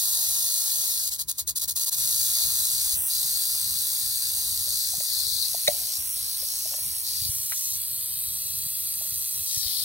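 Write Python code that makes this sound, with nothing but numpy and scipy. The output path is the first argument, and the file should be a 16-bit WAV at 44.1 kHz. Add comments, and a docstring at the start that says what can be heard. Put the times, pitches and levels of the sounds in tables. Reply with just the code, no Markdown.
"""Rattlesnake beside a dirt trail

A coiled rattlesnake shakes the dry, hollow segments of its tail into a buzz; early on it falters for
a second. The microphone is a hand-held phone with two ports, backing away; its processing switches
the 3-8 kHz band abruptly louder and softer. Something hollow knocks close by, a few dry snaps sound,
and a light breeze thuds on the ports. A faint hiss with a thin 1 kHz hum slowly grows louder."""
import sys
import numpy as np
from scipy import signal
from scipy.fft import rfft, irfft, next_fast_len
from scipy.io import wavfile
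from scipy.ndimage import uniform_filter1d, map_coordinates

SR = 44100
rng = np.random.default_rng(int(sys.argv[2]) if len(sys.argv) > 2 else 0)


def digitize_waveform(pressure):
    """Quantize a signal to 16-bit integers and store it at the path in sys.argv[1].

    Rows of a 2-D input are taken as channels; values are limited to [-1, 1].
    """
    field = np.atleast_2d(pressure).T
    bounded = np.clip(field, -1, 1)
    quanta = np.round(bounded * 32767).astype(np.int16)
    wavfile.write(sys.argv[1], SR, quanta)


N = 433935
TIME = np.arange(N) / SR
EVENT_TIME = TIME[:SR // 2]  # half a second for a knock or snap to die away


def amp(db):
    """Gain of a dB value."""
    return 10 ** (np.asarray(db) / 20)


def unit(x):
    """x at rms 1."""
    return x / np.sqrt(np.mean(x ** 2) + 1e-20)


def curves(rows, at=TIME):
    """Each column after the first, interpolated at the given times or frequencies."""
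    knots, *columns = np.transpose(rows)
    return np.array([np.interp(at, knots, column) for column in columns])


def held(rows, step_s):
    """Each column after the time holds its value until the next row, then steps."""
    starts, *columns = np.transpose(rows)
    row = np.searchsorted(starts, TIME, side="right") - 1
    return np.array([uniform_filter1d(column[row], size=round(step_s * SR)) for column in columns])


def wobble(rate):
    """A smooth random curve, rate knots a second."""
    return map_coordinates(rng.standard_normal(int(N * rate / SR) + 4), [TIME * rate])


def filtered(x, response):
    """x times a response of frequency."""
    size = next_fast_len(N + 8192)
    return irfft(rfft(x, size) * response(np.fft.rfftfreq(size, 1 / SR)), size)[..., :N]


def coloured(x, spectrum):
    """x through a (f/Hz, level/dB) shape, scaled to pass white noise at unchanged power."""
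    def response(hz):
        knots, db = np.transpose(spectrum)
        gain = amp(np.interp(np.log(hz + 1), np.log(knots + 1), db))
        gain *= (hz > knots[0]) & (hz < knots[-1])
        return gain / np.sqrt(np.mean(gain ** 2))
    return filtered(x, response)


def noise_pair(spectrum, apart):
    """Coloured noise at both ports; apart weighs their difference against what they share."""
    mid, side = coloured(rng.standard_normal((2, N)), spectrum)
    return np.array([mid + apart * side, mid - apart * side]) / np.hypot(1, apart)


def left_first(x, lag_s):
    """x reaches the left port, then the right."""
    return np.array([x[:N], np.roll(x[:N], round(lag_s * SR))])


# background hiss and hum at the trailside: f/Hz, relative level/dB
HISS_SPECTRUM = [(150, 5.5), (300, 2), (900, -8.5), (960, -1), (1010, 9.5), (1060, 0), (1130, -2),
                 (3000, -10.5), (15500, -11.5)]

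def hiss():
    """A faint hiss with a thin 1 kHz hum slowly grows louder."""
    rise_db_per_s = 0.39
    return amp(-67.5 + rise_db_per_s * TIME) * noise_pair(HISS_SPECTRUM, apart=0.076)


# breeze right on the microphone: t/s, level/dB
BREEZE_LEVEL = [(0, -53), (.4, -57), (.6, -58), (2.7, -51.5), (3.6, -54.5), (6.2, -55.5), (6.95, -55),
                (7.3, -45), (7.42, -52.5), (8.15, -56), (8.6, -52.5), (9.84, -54)]
# its rumble: f/Hz, relative level/dB
BREEZE_SPECTRUM = [(12, -52), (20, -16), (81, 2.5), (113, -5), (151, -4.5), (193, -16), (247, -17.5),
                   (450, -28), (580, -43), (990, -120)]

def breeze():
    """Moving air makes lumpy low thuds, partly shared by the ports."""
    level_db = curves(BREEZE_LEVEL)[0] + 3.7 * wobble(13)
    return amp(level_db) * noise_pair(BREEZE_SPECTRUM, apart=.7)


# single thumps on the phone itself: t/s, level/dB, f/Hz
PHONE_THUMPS = [(2.863, -44, 63.4), (2.933, -38, 62.6), (4.98, -39, 147), (5.685, -35, 163),
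                (7.218, -33, 103), (7.259, -35, 96.9), (7.291, -28.5, 84), (8.661, -37.5, 126),
                (9.121, -40.5, 101), (9.571, -33.5, 96.5), (9.658, -36, 67.3)]

def thumps():
    """Each thump is two soft cycles, felt by the ports a moment apart."""
    out = np.zeros(N + SR)
    for s, db, hz in PHONE_THUMPS:
        cycles = np.arange(round(2 * SR / hz)) * hz / SR
        swell = amp(db) * np.sin(np.pi * cycles / 2) ** 2
        out[round((s - .5 / hz) * SR):][:len(cycles)] += swell * np.sin(2 * np.pi * cycles)
    return left_first(out, lag_s=0.00044)


def scattered(x, t60):
    """x after many weak bounces off stems and stones, different at each port."""
    bounces = rng.standard_normal((2, len(EVENT_TIME))) * amp(-60 * EVENT_TIME / t60)
    return signal.fftconvolve(x[None], bounces / np.linalg.norm(bounces[0]), axes=1)[:, :N]


def struck(db, rise_s, t60):
    """Envelope of an impact: a quick rise, then exponential decay."""
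    return amp(db - 60 * EVENT_TIME / t60) * (1 - np.exp(-(EVENT_TIME / rise_s) ** 2))


# something hollow near the phone: t/s, base level/dB, f/Hz, t60/s
HOLLOW_KNOCKS = [(4.67, -46.5, 580, 0.07), (4.72, -45, 586, 0.027), (4.934, -36, 740, 0.042),
                 (5.005, -29.5, 616, 0.022), (5.545, -20.5, 700, 0.017), (5.6799, -16.5, 598, 0.066),
                 (6.168, -49, 597, 0.043), (6.424, -44, 553, 0.065), (6.535, -47, 680, .03),
                 (6.655, -36, 650, 0.04), (6.716, -43, 597, 0.04), (6.73, -38, 740, .03),
                 (6.742, -37, 615, 0.038), (6.782, -41, 633, 0.035), (9.011, -33.5, 673, 0.022),
                 (9.049, -43, 638, 0.03), (9.8, -47, 635, 0.034)]
# its modes: multiple of f, gain/dB
HOLLOW_MODES = [(1.002, 6.5), (1.17, -1.5)]

def knocks():
    """Each knock rings two modes; the surroundings add a rough after-ring."""
    rings = np.zeros(N + SR)
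    for s, db, hz, t60 in HOLLOW_KNOCKS:
        ring = sum(amp(gain) * np.sin(2 * np.pi * k * hz * EVENT_TIME) for k, gain in HOLLOW_MODES)
        rings[round(s * SR):][:len(ring)] += struck(db, rise_s=0.0024, t60=t60) * ring
    return left_first(rings, lag_s=0.00035) + amp(-20.5) * scattered(rings[:N], t60=0.78)


# thin tones after the hardest snap: f/Hz, level/dB, t60/s
LINGERING_TONES = [(527, -40, 0.17), (697, -50, 1), (870, -53, 0.51)]

def lingering():
    """The hardest snap leaves tones that waver in level as they die."""
    t, tones = EVENT_TIME, 0
    for hz, db, t60 in LINGERING_TONES:
        waver_db = 2.4 * wobble(32)[:len(t)]
        tones += amp(db + waver_db - 60 * t / t60) * np.sin(2 * np.pi * hz * t)
    return tones


# dry snaps, a little to the left: t/s, base level/dB, centre f/Hz, width/octaves, rise/s, t60/s
DRY_SNAPS = [(5.005, -34, 2400, 0.9, 0.00044, 0.0099), (5.672, -21.5, 2100, 0.21, 0.0027, 0.068),
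             (5.6763, -6, 3920, 0.15, 0.0017, 0.027), (5.6803, -8, 4600, 1.6, 0.0003, 0.006),
             (6.739, -32.5, 1600, 2.1, 0.00055, 0.019), (7.519, -33.5, 1600, 1.8, 0.00049, 0.037),
             (7.5209, -23.5, 2300, 0.51, 0.00038, 0.02), (7.526, -36, 2300, 2.4, 0.002, 0.086)]

def snaps(linger_s=5.681):
    """Short bands of noise, each with one sharp break in it, joined by the lingering tones."""
    out, length = np.zeros(N + SR), len(EVENT_TIME)
    for s, db, hz, octaves, rise_s, t60 in DRY_SNAPS:
        burst = rng.standard_normal(length) + 4.7 * signal.unit_impulse(length, round(rise_s * SR))
        band_hz = [hz * 2 ** (-octaves / 2), hz * 2 ** (octaves / 2)]
        noise = signal.lfilter(*signal.butter(2, band_hz, "band", fs=SR), burst)
        out[round(s * SR):][:length] += struck(db, rise_s, t60) * unit(noise)
    out[round(linger_s * SR):][:length] += lingering()
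    return amp([[0.5], [-0.5]]) * left_first(out, lag_s=.00012)


# off the ground and the person behind the phone: t/s, first delay/ms, second delay/ms, level/dB
REFLECTIONS = [(0, 2.6, 4.4, -30), (5.8, 2.6, 4.4, -20), (6.8, 2.15, 4.2, -10), (7.5, 2.1, 4, -9),
               (7.9, 1.65, 3.85, -7), (8.45, 1.5, 3.75, -6.5), (9.3, 1.5, 3.6, -7.5),
               (9.84, 1.62, 3.8, -10)]

def reflection_comb(hz, t, second_db=-4, top_hz=8000):
    """Two drifting late copies, both short of treble, comb the buzz: gain by frequency and time."""
    first_ms, second_ms, level_db = curves(REFLECTIONS, t)
    late = lambda ms: np.exp(-2j * np.pi * np.outer(hz, ms / 1000))
    gain = amp(level_db) / (1 + (hz[:, None] / top_hz) ** 8)
    return 1 + gain * (late(first_ms) + amp(second_db) * late(second_ms))


# the phone turns through four ways of facing the snake: t/s, facing 0-3
FACING = [(0, 0), (1.5, 0), (3.5, 1), (5, 1.1), (6.2, 2), (7.1, 2.1), (7.45, 3), (9.3, 3), (9.7, 2.5),
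          (9.84, 2.5)]
# left port behind right: f/Hz, lag/rad at facing 0, 1, 2, 3
PORT_LAG = [(300, 0, 0, 0, 0), (1500, 1.1, .8, .2, .1), (2300, 3, 2.9, .6, .2), (3100, 3.3, 3.3, .3, 0),
            (3600, 5.2, 5.2, 1, .7), (4650, 11.2, 11.3, 3.3, 2.4), (5800, 14, 12.7, 6.4, 3.3),
            (7300, 15.7, 14.8, 7.7, 2.9), (7900, 13.8, 13.7, 7.4, 1.1), (9500, 13.4, 13.1, 7, .7)]
# colour against facing 0: f/Hz, level/dB at facing 1, 2, 3
FACING_COLOUR = [(800, -4, -1, -7.5), (2430, 0.5, -1, -4), (3380, -3.5, -3, -5), (3980, -4.5, -1, -2.5),
                 (5550, -1, 5, -2), (6880, -4.5, -6.5, -4), (7500, -4, -4.5, -9.5), (8180, 2, 2, 4),
                 (10470, -3, 2.5, -3), (11980, 0, 1.5, 4), (13700, -1.5, 1.5, -1)]
MONO_HZ = 12000  # above this both ports carry the same buzz

def at_ports(pair, patchy_db):
    """The way the phone faces sets the colour and the lag between its ports; reflections comb the buzz."""
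    hz, t, spectra = signal.stft(pair, SR, nperseg=1024, noverlap=768)
    facing = curves(FACING, t)[0]
    share = np.clip(1 - np.abs(facing - np.arange(4)[:, None]), 0, 1)
    colour_db = curves(FACING_COLOUR, hz).T @ share[1:]
    lag = np.angle(np.exp(1j * curves(PORT_LAG, hz).T) @ share)
    lag *= np.interp(hz, [PORT_LAG[-1][0], MONO_HZ], [1, 0])[:, None]
    # the hollow segments ring in narrow bands that come and go
    patches = uniform_filter1d(rng.standard_normal(lag.shape), size=5, axis=0)
    patches = uniform_filter1d(patches, size=12, axis=1)
    spectra *= amp(colour_db + patchy_db * unit(patches)) * reflection_comb(hz, t)
    spectra[0] *= np.exp(-1j * lag)
    return signal.istft(spectra, SR, nperseg=1024, noverlap=768)[1][:, :N]


# the tail's effort as heard at the phone: t/s, base level/dB
TAIL_EFFORT = [(0, -26), (.92, -27.5), (1.05, -29), (1.98, -26), (2.2, -25), (4.8, -28), (6.4, -32.5),
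               (7.1, -32), (7.3, -30.5), (8.3, -31.5), (9.84, -30.5)]
# the tail nearly stops: slowing t/s, restart t/s, depth/dB, time to die down/s
TAIL_FALTERS = [(1.092, 1.108, 8, .006), (1.147, 1.183, 14.5, 0.025), (1.219, 1.272, 27, 0.038),
                (1.315, 1.369, 23, 0.019), (1.404, 1.464, 29, 0.04), (1.507, 1.547, 33.5, 0.036),
                (1.586, 1.605, 7, .005), (1.646, 1.672, 22, 0.025), (1.713, 1.747, 27, 0.034),
                (1.85, 1.85, 19, .004), (1.896, 1.914, 11, 0.0046), (1.94, 1.966, 3.5, .006)]
# gaps between single swings while it is slow: t/s, depth/dB
SWING_GAPS = [(1.082, 3), (1.097, 6), (1.143, 8), (1.158, 10), (1.178, 7), (1.184, 3), (1.243, 10),
              (1.268, 3), (1.303, 3), (1.309, 4), (1.321, 11), (1.505, 18), (1.59, 5.5), (1.609, 12),
              (1.635, 2), (1.65, 14), (1.704, 14), (1.717, 8), (1.733, 9), (1.782, 2), (1.793, 11),
              (1.803, 5.5), (1.84, 8.5)]

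def tail_level(restart_s=0.014, gap_half_width_s=0.0019):
    """The shaking dies into each falter, breaks into single swings and flutters while weak."""
    lost_db = np.zeros(N)
    for slow_s, again_s, depth_db, dying_s in TAIL_FALTERS:
        dying = np.clip((TIME - slow_s) / dying_s, 0, 1)
        recovered = np.clip((TIME - again_s) / restart_s, 0, 1)
        lost_db += depth_db * dying * (1 - recovered)
    gaps_db = sum(db * np.exp(-((TIME - s) / gap_half_width_s) ** 2) for s, db in SWING_GAPS)
    flutter_db = np.minimum(lost_db * .5, 2.5) * wobble(100)
    return amp(curves(TAIL_EFFORT)[0] - lost_db - gaps_db + flutter_db + 0.22 * wobble(35))


# swings of the tail: t/s, f/Hz
SWING_RATE = [(0, 52), (1.6, 49), (2.1, 56.6), (2.7, 61.8), (3.6, 63), (5.1, 60.6), (6.1, 58), (7.1, 59),
              (7.6, 63), (8.7, 59.5), (9.84, 58.6)]

def clicks(count, size_db, t60, bed):
    """Envelope of dry segments knocking together, bunched once, twice and four times a swing."""
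    swing_hz = curves(SWING_RATE)[0] + 0.34 * wobble(6)
    phase = 2 * np.pi * np.cumsum(swing_hz) / SR
    bunch_db = .95 * np.cos(phase) + np.cos(2 * phase + 1) + 1.2 * np.cos(4 * phase)
    when, size = rng.random((count, 2)).T
    click_db = -size_db * np.log(1 - size)  # many small, a few large
    power = np.bincount((when * N).astype(int), amp(2 * click_db), N)
    power = signal.lfilter([1], [1, -amp(-120 / (t60 * SR))], power)  # each click dies away
    power = np.abs(uniform_filter1d(power, size=7))
    return unit(np.sqrt(power / power.mean() + bed) * amp(bunch_db))


# bands of the buzz, each: f/Hz, relative level/dB
BODY_AND_TOP = [(300, -41), (450, -28), (800, -20), (1500, -22.5), (2300, -17.5), (3000, -13.5),
                (3500, -11.5), (3900, -37), (7300, -33), (8000, -3), (9000, -1.5), (10600, 1.5),
                (12400, -1), (14000, -3), (15000, -4.5), (15800, 1.5)]  # either side of the middle band
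RESONANCE_BAND = [(3000, -34), (3400, -16.5), (3700, -4.5), (4000, 0.5), (4400, 3.5), (4850, -1.5),
                  (5200, -9.5), (5600, -42)]  # lower middle, near 4 kHz
WIDE_RESONANCE = [(2700, -32), (3100, -16), (3450, -4), (3800, 0.5), (4800, 2), (5200, -4.5), (5600, -11),
                  (6000, -40)]  # the same, spread wider
UPPER_MIDDLE = [(4600, -54), (5000, -14), (5450, 3.5), (5850, 6), (6300, 6), (6900, 8), (7500, 5),
                (7900, -0.5), (8250, -32)]  # 5 to 8 kHz
# the phone's processing switches the 3-8 kHz band abruptly louder and softer:
# from t/s, then level/dB of left resonance, left upper, right resonance, right upper
PHONE_BAND_GAINS = [(0, -4.5, -4.5, -14, -6.5), (1.05, -5, -4.5, -12.5, -6),
                    (1.98, -4.5, -4.5, -13.5, -6.5), (2.35, -1.5, -4, -11, -6),
                    (2.5, -2.5, -4.5, -11, -6.5), (2.96, -24, -15.5, -24, -14.5),
                    (3.09, -1.5, -6, -10.5, -7.5), (4.68, 1.5, -3.5, -13, -5), (4.88, -1.5, -4, -14, -5),
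                    (5.07, 4, -4, -16, -5), (5.48, -2.5, -4, -16, -6), (5.985, -15, -10.5, -16, -8),
                    (6.16, -5, -9.5, -13.5, -6.5), (6.45, -5, -3.5, -13.5, -4),
                    (6.775, -10.5, -9, -13.5, -8.5), (7.045, -0.5, -4.5, -10, -5.5),
                    (7.295, -11, -6, -12, -4), (7.42, -11.5, -6.5, -12, -5), (7.55, -8, -2, -13, -0.5),
                    (7.775, -9, -12, -10.5, -10.5), (8.3, -9, -7.5, -9.5, -8.5),
                    (8.96, -10, -8.5, -10.5, -5.5), (9.47, -1, -1.5, -12, -3), (9.62, 4, -7.5, -10, -6.5)]

def rattle(step_s=0.033, widens_s=9.47):
    """The tail's buzz arrives directly and off the brush; the phone switches its middle band's gain."""
    strength = tail_level() * clicks(count=16000, size_db=1.5, t60=0.00076, bed=3.8)
    direct = strength * rng.standard_normal(N)
    brush = uniform_filter1d(strength, size=300) * rng.standard_normal((2, N))
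    brush = filtered(brush, lambda hz: amp(-8) * np.clip((MONO_HZ - hz) / 3500, 0, 1))
    buzz = at_ports(direct + brush, patchy_db=1.68)
    phone_gains = amp(held(PHONE_BAND_GAINS, step_s))
    resonance_gain, upper_gain = phone_gains[0::2], phone_gains[1::2]
    spread = np.clip((TIME - widens_s) / step_s, 0, 1) * [[1], [0]]  # left port only
    resonance = (1 - spread) * coloured(buzz, RESONANCE_BAND) + spread * coloured(buzz, WIDE_RESONANCE)
    middle = resonance_gain * resonance + upper_gain * coloured(buzz, UPPER_MIDDLE)
    return middle + coloured(buzz, BODY_AND_TOP)


def scene():
    """The snake and the trailside around it, at the phone's two ports."""
    return rattle() + snaps() + knocks() + thumps() + breeze() + hiss()


def record(dry):
    """The phone keeps nothing above its band limit."""
    return filtered(dry, lambda hz: hz < 15900)


dry = scene()
out = record(dry)
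digitize_waveform(out)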